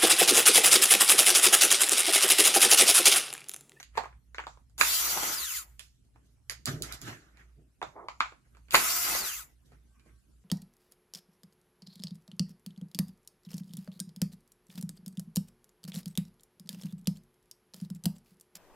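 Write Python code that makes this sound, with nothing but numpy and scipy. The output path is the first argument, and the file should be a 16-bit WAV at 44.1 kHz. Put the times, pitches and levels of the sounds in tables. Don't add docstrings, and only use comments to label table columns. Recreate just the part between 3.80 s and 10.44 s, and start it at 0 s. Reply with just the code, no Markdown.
import sys
import numpy as np
from scipy import signal
from scipy.fft import rfft, irfft, next_fast_len
from scipy.io import wavfile
from scipy.ndimage import uniform_filter1d

SR = 44100
rng = np.random.default_rng(int(sys.argv[2]) if len(sys.argv) > 2 else 0)


def store_wav(level_fs):
    pcm = np.round(np.clip(np.atleast_2d(level_fs), -1, 1) * 32767)
    wavfile.write(sys.argv[1], SR, pcm.T.astype(np.int16))


def convert_level_to_amplitude(level_db):
    exponent = np.asarray(level_db, float) / 20
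    return 10 ** exponent


N = 292824


def unit(x):
    return x / np.sqrt(np.mean(x ** 2) + 1e-20)


def along(points, hz):
    f, v = np.transpose(points)
    return np.interp(np.log(hz + 1), np.log(f + 1), v)


def curves(tables):
    t = np.arange(N) / SR
    s, *cols = np.vstack(tables).T
    gate = sum((t >= rows[0][0]) & (t < rows[-1][0]) for rows in tables)
    return [np.interp(t, s, c) for c in cols] + [np.abs(uniform_filter1d(gate * 1., size=300))]


def wobble(rate):
    knots = int(N * rate / SR) + 2
    return np.interp(np.arange(N) * rate / SR, np.arange(knots), rng.standard_normal(knots))


def swells(rows):
    grid_s = np.arange(0, N / SR + .001, .001)
    gain = sum(convert_level_to_amplitude(db - 60 * np.maximum((s - grid_s) / rise, (grid_s - s) / fade))
               for s, db, rise, fade in rows)
    return np.interp(np.arange(N) / SR, grid_s, gain)


def filtered(x, response):
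    m = next_fast_len(x.shape[-1] + 8192)
    return irfft(rfft(x, m) * response(np.fft.rfftfreq(m, 1 / SR)), m)[..., :x.shape[-1]]


def ringing(modes):
    return lambda f: sum((-1) ** k * convert_level_to_amplitude(db) * 1j * f * w / (c * c - f * f + 1j * f * w)
                         for k, (c, w, db) in enumerate(modes))


def rush(spectrum, alike, patchy_db=0):
    hz, _, z = signal.stft(rng.standard_normal((2, N)), SR, nperseg=512)
    field = uniform_filter1d(rng.standard_normal(z.shape[1:]), size=6, axis=0)
    field = uniform_filter1d(field, size=6, axis=1)
    colour = along([(0.97, -120)] + list(spectrum) + [(SR / 2, -120)], hz)[:, None]
    a, b = signal.istft(z * convert_level_to_amplitude(colour + patchy_db * unit(field)), SR, nperseg=512)[1][:, :N]
    turn = np.arccos(np.clip(alike, -1, 1)) / 2
    return unit(np.cos(turn) * a + np.sin(turn) * b * np.array([[1], [-1]]))


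def room_tail(seconds):
    # f/Hz, t60/s
    decay = [(200, 0.13), (1000, 0.24), (4000, 0.25), (7500, 0.26), (12000, 0.093), (15000, .08),
             (15500, .02)]
    hz, t = np.fft.rfftfreq(256, 1 / SR), np.arange(0, seconds, 128 / SR)
    z = rng.standard_normal((2, 2, len(hz), len(t))) * (1 + .8 * convert_level_to_amplitude(-60 * t / .12))
    dying = convert_level_to_amplitude(-60 * t / along(decay, hz)[:, None])
    tail = signal.istft((z[0] + 1j * z[1]) * dying, SR, nperseg=256)[1]
    return np.pad(tail, ((0, 0), (150, 0))) / np.linalg.norm(tail[0])


def echoed(x):
    return unit(1.4 * x + signal.fftconvolve(x, room_tail(.1), axes=1)[:, :N])


def background():
    # t/s, level/dB
    hum_course = [(0.0, -62), (0.39, -56.5), (0.42, -63.5), (1.05, -58), (2.52, -64.5), (2.92, -55),
                  (3.68, -66), (4.86, -62.5), (4.97, -50.5), (5.03, -62.5), (5.21, -56.5), (5.25, -63.5),
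                  (5.66, -59), (5.69, -65.5), (6.6, -64.5), (6.64, -71)]
    # f/Hz, width/Hz, level/dB
    hum_tones = [(37.3, 15, -15.5), (58.24, 2.8, 6), (117.4, 9.4, -10), (152, 29, -20)]
    # f/Hz, level/dB per Hz
    air_colour = [(100, -39), (170, -9.5), (230, 2.5), (284, -20.5), (364, -16), (440, -23), (596, -27),
                  (1570, -30.5), (3920, -34), (10700, -31.5), (12600, -35.5), (13100, -49.5), (16000, -65)]
    # strongest t/s, f/Hz, level/dB, rise/s, fade/s
    creaks = [(6.19, 1555, -80, .7, .6), (6.31, 1555, -81, .6, .8), (6.16, 1130, -77, .2, .5),
              (6.34, 1130, -81, .3, .25), (6.21, 2480, -75, .12, .2), (6.2, 2280, -78, .1, .2),
              (6.255, 2350, -81, .1, .2), (6.2, 1420, -79, .08, .1), (6.265, 1660, -82, .1, .15),
              (6.265, 1100, -75, .1, .25)]
    hum_db, _ = curves([hum_course])
    a, b = rng.standard_normal((2, N))
    hum = filtered(a + 0.18 * b * np.array([[1], [-1]]), lambda f: ringing(hum_tones)(f) * (f < 250))
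    hum = unit(hum) * convert_level_to_amplitude(hum_db + 2.5)
    whistle = np.zeros(N)
    for s, hz, db, rise, fade in creaks:
        pitch = hz + 11 / rise * wobble(62)
        gain = swells([(s, db, rise, fade)]) * convert_level_to_amplitude(2.5 * wobble(36))
        whistle += gain * np.sin(2 * np.pi * np.cumsum(pitch) / SR)
    air = rush(air_colour, 0.25, patchy_db=3.5) * convert_level_to_amplitude(-74 + 1.4 * wobble(1.4))
    return hum * convert_level_to_amplitude([[-1.6], [1.6]]) + air + whistle


def handling():
    # t/s, fade/s, rub level/dB, table rumble/dB above it, hiss/dB above it
    jolts = [(0, .08, -43, -12.5, -7), (2.0, .15, -68, -23, 13), (.6, .25, -62, -20, -20),
             (2.71, 0.18, -49.5, -11, 2), (2.028, 0.46, -76, -13.5, 9), (2.873, 0.23, -35, -10, -6.5),
             (2.883, 0.44, -55.5, 27, -1), (2.93, 0.22, -66, 30, -16), (3.144, 0.12, -57.5, 7, 8),
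             (3.011, 0.099, -72, 33, -18), (3.035, 0.36, -44.5, -6, -4.5), (3.09, 0.35, -53.5, -7, -27),
             (3.125, 0.09, -49.5, -19, -8), (3.222, 0.21, -60.5, 18.5, 7.5), (4.07, 0.2, -55, 4.5, -17)]
    # strongest t/s, then the same columns
    slides = [(2.251, 0.16, -84.5, 20, -1), (2.359, 0.25, -75.5, 18, -15), (2.46, 0.36, -81, 16, 2.5),
              (3.28, 0.38, -44.5, 6.5, -8), (3.331, 0.11, -47.5, -21, -34), (3.48, 0.6, -69.5, 1.5, -15),
              (3.6, 0.39, -58.5, -1.5, -17), (3.68, 0.19, -83, 13, -13), (3.79, 0.3, -90.5, 38, -9),
              (4.66, 0.32, -76, 10, -11.5), (4.755, 0.4, -70.5, -4.5, -23), (4.9, .12, -63.5, -6, -31.5),
              (0.175, 0.21, -38.5, -16, -18.5), (5.86, 0.17, -78.5, 13, 6.5),
              (5.93, 0.38, -67.5, 10.5, -13.5), (6.27, 0.38, -68, 9, -12), (6.62, .12, -89, 22.5, 0)]
    # f/Hz, width/Hz, level/dB
    table_modes = [(114.6, 22, 4.5), (155, 21, 2.5), (286, 100, -3.5), (443, 110, -8), (640, 120, -12)]
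    # f/Hz, level/dB per Hz
    rub_colour = [(290, -39), (500, -9.5), (675, -5), (994, -10), (1290, 0), (1930, -2.5), (3300, -16),
                  (4290, -35.5), (7260, -120)]
    # f/Hz, level/dB per Hz
    hiss_colour = [(1760, -35), (3000, -3), (6440, -0.5), (10100, -12), (11100, -3.5), (13500, -14),
                   (15100, -16.5), (15500, -59.5)]
    # strongest t/s, level/dB, rise/s, fade/s
    scuffs = [
        (4.165, -49.5, 0.025, 0.18),
        (4.2, -48, 0.19, 0.31),
    ]
    # f/Hz, level/dB per Hz
    palm_colour = [(150, -40.5), (250, -11), (400, -2), (700, -2), (1150, -4), (1510, -20), (2290, -23),
                   (2800, -58), (3640, -81), (6160, -120)]
    # strongest t/s, level/dB, rise/s, fade/s
    buzzes = [(.2, -62, .03, .3), (.555, -64, .015, .3), (.6, -62, .03, .3), (.68, -62, .02, .35),
              (4.035, -62, .015, .35), (4.295, -64, .015, .4), (4.42, -57, .02, .35)]
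    # f/Hz, level/dB per Hz
    sizzle_colour = [(3500, -40), (4600, -4), (5600, -2), (7000, 0), (7800, -4), (8400, -40)]
    jolt_rise_s, slide_rise = 0.033, 0.36
    strokes = [(jolt_rise_s, *row) for row in jolts] + [(slide_rise * row[1], *row) for row in slides]
    rubbing = swells([(s, db, rise, fade) for rise, s, fade, db, _, _ in strokes])
    shaking = swells([(s, db + low_db, rise, fade) for rise, s, fade, db, low_db, _ in strokes])
    hissing = swells([(s, db + top_db, rise, fade) for rise, s, fade, db, _, top_db in strokes])
    slips = wobble(27)
    top = rush([(60, -9), (100, 3.0), (600, -4.5)], 0.93, patchy_db=-1.0)
    top = filtered(top, ringing(table_modes))
    top = top / np.sqrt(np.abs(uniform_filter1d(np.mean(top ** 2, 0), size=2000)))
    rumble = shaking * convert_level_to_amplitude(-5.0 + 0.59 * wobble(30)) * top
    rub = rubbing * convert_level_to_amplitude(-1.5 + 3.5 * slips) * rush(rub_colour, 0.17, patchy_db=2.5)
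    hiss = hissing * convert_level_to_amplitude(4.0 + 0.5 * slips) * rush(hiss_colour, 0.32, patchy_db=3.0)
    palm = swells(scuffs) * convert_level_to_amplitude(2.0) * rush(palm_colour, 0.85, patchy_db=2)
    sizzle = swells(buzzes) * rush(sizzle_colour, 0.4, patchy_db=3)
    return (rumble + rub + hiss + palm + sizzle) * convert_level_to_amplitude([[-1.2], [1.2]])


def taps():
    # t/s, peak level/dB, shell f/Hz, steel tick/dB above it, left-right/dB
    feeling = [(.153, -40, 1190, -20.5, 3), (0.1726, -25.5, 902, -18.5, 12), (.175, -32, 428, -31.5, -5),
               (0.1769, -17.5, 829, -19, -9.5), (.235, -34, 804, -45, 0.5), (.243, -35, 1500, -45, 0),
               (.255, -35, 840, -45, -2), (0.326, -50, 1630, -40, -1.5), (.545, -32, 1470, -17, -0.5),
               (0.582, -24, 1530, -33, -3), (.591, -29, 893, -45, 1), (.599, -32, 1900, -45, 0),
               (0.637, -36, 1394, -40, -1), (0.667, -29, 850, -17.5, -2), (0.772, -50.5, 974, -26, -2),
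               (0.896, -72, 1205, 0, -7), (4.015, -27, 894, -38, -2), (4.026, -23.5, 780, -23, -5),
               (4.284, -23.5, 1144, -23, -1.5), (4.401, -40, 1510, -8, 2), (4.4042, -8.5, 1146, -26, -1),
               (4.456, -36, 922, -24, -4), (4.521, -43, 898, -23, -3.5), (4.748, -54, 1278, -23, -4.5),
               (4.768, -53.5, 1106, -13.5, -5), (4.883, -55.5, 1540, -14, -10)]
    clutch = [(0.979, -42, 1260, 4, -0.5), (0.985, -44, 1300, -3, -4), (1.0072, -29, 946, -8.5, -3),
              (1.0106, -8.5, 2310, -12.5, -7), (1.011, -9.5, 1243, -23, -7.5), (1.372, -23, 854, -13.5, 1),
              (1.432, -30, 1483, -3.5, 4.5), (4.907, -31, 3000, -5, 1), (4.922, -33, 3300, -6, -2),
              (4.9436, -4, 1030, -22.5, 3.5), (4.9458, -5, 2210, -25.5, -5.5), (4.9515, -8, 2310, -14, -4),
              (4.9516, -10, 1451, -14, -2), (5.349, -29, 648, -4, 4), (4.9445, -18, 570, -30.5, -2)]
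    rattles = [(0.028, -38, 2600, -6.5, -3), (1.993, -38, 2600, -5, -9), (2.006, -50, 1700, -20, -8.5),
               (2.358, -57, 850, -40, -5), (2.697, -38, 1100, -30, -4.5), (2.696, -24.5, 2160, -8, -6),
               (2.72, -39, 1300, -14, -2.5), (2.856, -36, 2440, 10.5, -4), (2.874, -43, 1580, -17, -19),
               (3.021, -43, 2240, 15, -5), (3.123, -46, 1820, 9, -8.5), (3.148, -61, 1900, 8, -2),
               (3.215, -55, 1980, 12.5, -8.5), (3.571, -56, 1480, -8, -14), (5.919, -58.5, 650, -14, -6.5),
               (6.195, -58, 2444, -11, -6), (6.26, -65, 700, -19.5, -8.5)]
    # f/Hz, width/Hz, level/dB
    shell_modes = [(621, 53, -5.5), (900, 120, -6.5), (1160, 590, -4), (1630, 79, 1.5), (2250, 480, -0.5)]
    # f/Hz, width/Hz, level/dB
    steel_modes = [(3570, 460, -1), (4680, 1100, 4), (5270, 2600, -0.5), (6900, 1500, -1.5),
                   (10220, 2200, -5), (10600, 1500, -1)]
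    # f/Hz, width/Hz, level/dB
    table_modes = [(310, 12, -5), (450, 190, 0)]
    medium_db = -29.5
    out, t = np.zeros((2, N + SR)), np.arange(SR // 16) / SR
    for s, db, spot_hz, tick_db, pan_db in feeling + clutch + rattles:
        thud_db = -15.5 - 0.31 * (db - medium_db) - 11 * np.log2(spot_hz / 1100)

        loose = convert_level_to_amplitude(0.22 * (medium_db - db))
        chatter_s = np.array([[0.0089 * (1 + loose)], [.009], [.012]])
        blow = 0.24 * loose * rng.standard_normal((3, len(t))) * convert_level_to_amplitude(-60 * t / chatter_s)
        blow[::2, 0] = 1
        blow[0, round(SR / spot_hz)] = 1.7

        far = [(hz, w, level + 4.5 - 8 * abs(np.log2(hz / spot_hz)))
               for hz, w, level in shell_modes if abs(hz - spot_hz) > spot_hz / 5]
        shell = ringing(sorted(far + [(spot_hz, 0.37 * spot_hz, 0)]))
        steel = ringing(steel_modes)
        bright = min((tick_db + 3.0) / 11, 1.15)

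        def soft(f):
            return shell(f) / (1 + 1j * f / (2.6 * spot_hz)) ** 2

        def hard(f):
            return steel(f) * (1j * f / (2500 + 1j * f)) ** 2 * (1 + 1j * f / 5000) ** bright

        parts = [filtered(b, body) for b, body in zip(blow, (soft, hard, ringing(table_modes)))]
        peaks = convert_level_to_amplitude([db + 0.5, db + tick_db + 10.5, db + thud_db + 2.5])
        hit = sum(g * p / np.abs(p).max() for g, p in zip(peaks, parts))

        blurred = np.sqrt(np.abs(uniform_filter1d(np.abs(rfft(hit)) ** 2, size=30)))
        spread = np.roll(irfft(blurred), shift=64)[None, :512]
        wet = convert_level_to_amplitude(-5) * signal.fftconvolve(spread, room_tail(.3), axes=1)
        wet[:, :len(t)] += hit
        out[:, round((s + .0009) * SR):][:, :wet.shape[1]] += wet * convert_level_to_amplitude([[pan_db / 2], [-pan_db / 2]])
    return out[:, :N]


def rotor():
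    # screw breaks loose t/s, trigger released t/s, free commutator f/Hz, speed-up/s, whine level/dB
    spins = [
        (1.035, 1.524, 5960, .04, -43),
        (4.96, 5.341, 5950, .04, -44.5),
    ]
    held_speed = .75
    coast_hz_per_s, stop_hz = 16700, 1230
    t, bar_hz, gain = np.arange(N) / SR, np.zeros(N), np.zeros(N)
    for loose_s, off_s, free_hz, settle_s, db in spins:
        since = np.clip(t - loose_s, 0, off_s - loose_s)
        driven = free_hz * (1 - (1 - held_speed) / (1 + since / settle_s))
        hz = driven - coast_hz_per_s * np.maximum(t - off_s, 0)
        on = (t > loose_s) & (hz > stop_hz - 330)
        hz = 120 * np.logaddexp(hz / 120, stop_hz / 120)
        bar_hz = bar_hz + on * hz
        gain = gain + on * convert_level_to_amplitude(db) * (np.abs(hz) / free_hz) ** .8
    return bar_hz, np.abs(uniform_filter1d(gain, size=300))


def commutator_whine(bar_hz, driven, phase, cupped):
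    # multiple of the commutator rate, level/dB
    bar_tones = [(.49, -3), (1, 2.5), (1.084, -9), (2, -6), (3, -11)]
    # multiple of the commutator rate, level/dB over the whine
    mesh = [(.122, -13), (.244, -11), (.363, -10.5), (.182, -15), (.42, -14)]
    # f/Hz, level/dB
    housing = [(1100, -3), (1450, 3), (1750, -1), (2050, 6), (2350, -4), (2750, 3), (2950, -3), (3200, 4),
               (3800, 2), (4300, 1), (4800, 2), (5900, -1), (6150, -2), (6350, 8), (6650, 3), (7100, 6),
               (8500, -2), (12000, 0)]
    whine = np.zeros(N)
    for k, db in bar_tones:
        hz = k * bar_hz
        level_db = db + along(housing, hz) + (3.5 - 2 * driven) * wobble(60) - 1.5 * ~driven
        tone = convert_level_to_amplitude(level_db) * np.sin(k * phase) * (hz < 15300) * np.clip((hz - 950) / 300, 0, 1)
        if k == 1.084:
            tone = tone * driven
        if k < 1:
            tone = tone * np.clip((2250 - hz) / 500, .3, 1)
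        whine += tone
    teeth = sum(convert_level_to_amplitude(db + 1.6 * wobble(22)) * np.sin(k * phase) for k, db in mesh)
    whine = whine + driven * convert_level_to_amplitude(6 * cupped) * teeth
    return whine * convert_level_to_amplitude([[4.5], [-7.5]])


def motor_noise(bar_hz, turn, load, cupped):
    # f/Hz, level/dB per Hz
    brush_colour = [(1530, -39), (2600, -10.5), (4260, -7.5), (4740, -6.5), (5270, -9), (5690, -7.5),
                    (7370, -4), (8320, -12.5), (10400, -6), (12200, -6), (14200, -7), (15050, -7),
                    (15300, -40), (16000, -70)]
    # f/Hz, level/dB per Hz
    gear_colour = [(590, -40.5), (1000, -4.5), (1350, 1), (1790, -6.5), (2090, 0), (2900, -11.5),
                   (3770, -36.5), (6380, -120)]
    # f/Hz, level/dB per Hz
    drone_colour = [(71, -38), (120, -4), (188, -14), (311, -4.5), (450, -9.5), (560, -12), (700, -6),
                    (950, -5), (1240, -29.5), (2090, -120)]
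    # f/Hz, level/dB
    slowed = [(2600, 0), (3600, -4), (5000, -5), (6500, 0)]
    # f/Hz, level/dB
    cupped_colour = [(2300, 0), (3200, -2.5), (4200, -3.5), (5000, -1)]
    gear_db, drone_db = -14.5 + 11 * load, -32.5 + 35 * load
    drone_db = drone_db + np.clip(26 * (bar_hz - 5898) / 1000, -6.5, 0)
    noise = unit(turn * echoed(rush(brush_colour, 0.25, patchy_db=3)))
    noise = noise * convert_level_to_amplitude(.4 * wobble(11) + 1.6 * wobble(35))
    slow = np.clip((4200 - bar_hz) / 1500, 0, 1)
    noise = (1 - slow) * noise + slow * filtered(noise, lambda f: convert_level_to_amplitude(along(slowed, f)))
    noise = np.where(cupped, filtered(noise, lambda f: convert_level_to_amplitude(along(cupped_colour, f))), noise)
    noise = noise * convert_level_to_amplitude(0.5 * wobble(700) + 0.52)
    gears = echoed(rush(gear_colour, 0.077, patchy_db=2.0)) * convert_level_to_amplitude([[-.8], [.8]])
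    drone = echoed(rush(drone_colour, 0.99, patchy_db=0.5)) * convert_level_to_amplitude([[-1.5], [1.5]])
    noise += convert_level_to_amplitude(gear_db + 1.0 * wobble(30)) * gears
    noise += convert_level_to_amplitude(drone_db + 1.7 * wobble(25)) * drone
    return noise


def motor():
    # t/s, brush level/dB, load on the bit 0-1
    run_a = [(.98, -49, 0.63), (1.01, -30, 0.65), (1.07, -31.5, 0.43), (1.17, -30.5, 0.27),
             (1.25, -33, 0.54), (1.53, -35.5, 0.61), (1.6, -38, 0.64), (1.65, -37, 0.12), (1.72, -37.5, 0),
             (1.79, -37.5, 0.01), (1.83, -50.5, 0.43), (1.87, -67.5, 0.98), (1.99, -78, 0.5)]
    run_b = [(4.907, -52, 0.47), (4.928, -44, 0.63), (4.942, -29.5, 1), (5.013, -29.5, 0.62),
             (5.08, -30.5, 0.52), (5.22, -32, 0.33), (5.29, -32, 0.57), (5.35, -32, 0.48),
             (5.43, -37.5, 0.8), (5.54, -36.5, 0.17), (5.61, -43, 0.22), (5.65, -56.5, 0.52),
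             (5.75, -88, 1)]
    slips = [1.375, 1.435, 5.361]
    slip_load, slip_s = 0.25, 0.0092
    t = np.arange(N) / SR
    brush_db, load, on = curves([run_a, run_b])
    load = load + slip_load * sum(np.exp(-((t - s) / slip_s) ** 2) for s in slips)
    bar_hz, spinning = rotor()
    driven = np.gradient(bar_hz) > 0
    cupped = np.arange(N) >= 3.5 * SR
    rough_hz = bar_hz * (1 + .002 * wobble(120)) + 35 * ~driven * wobble(150)
    phase = 2 * np.pi * np.cumsum(rough_hz) / SR
    turn = 1 + .07 * np.sin(phase / 24)
    whine = commutator_whine(bar_hz, driven, phase, cupped)
    noise = motor_noise(bar_hz, turn, load, cupped)
    return on * convert_level_to_amplitude(brush_db + 2.0) * noise + spinning * turn * whine


def scene():
    lead_s = .00013
    sides = np.array([[1], [-1]])
    table = filtered(taps() + handling(), lambda f: np.exp(1j * np.pi * f * lead_s * sides))
    return motor() + table + background()


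def low_pass(x):
    return signal.sosfilt(signal.butter(12, 16460, fs=SR, output="sos"), x)


def record(dry):
    mix = filtered(dry, lambda f: np.clip((16300 - f) / 900, 0, 1))
    return low_pass(mix)


dry = scene()
out = record(dry)
store_wav(out)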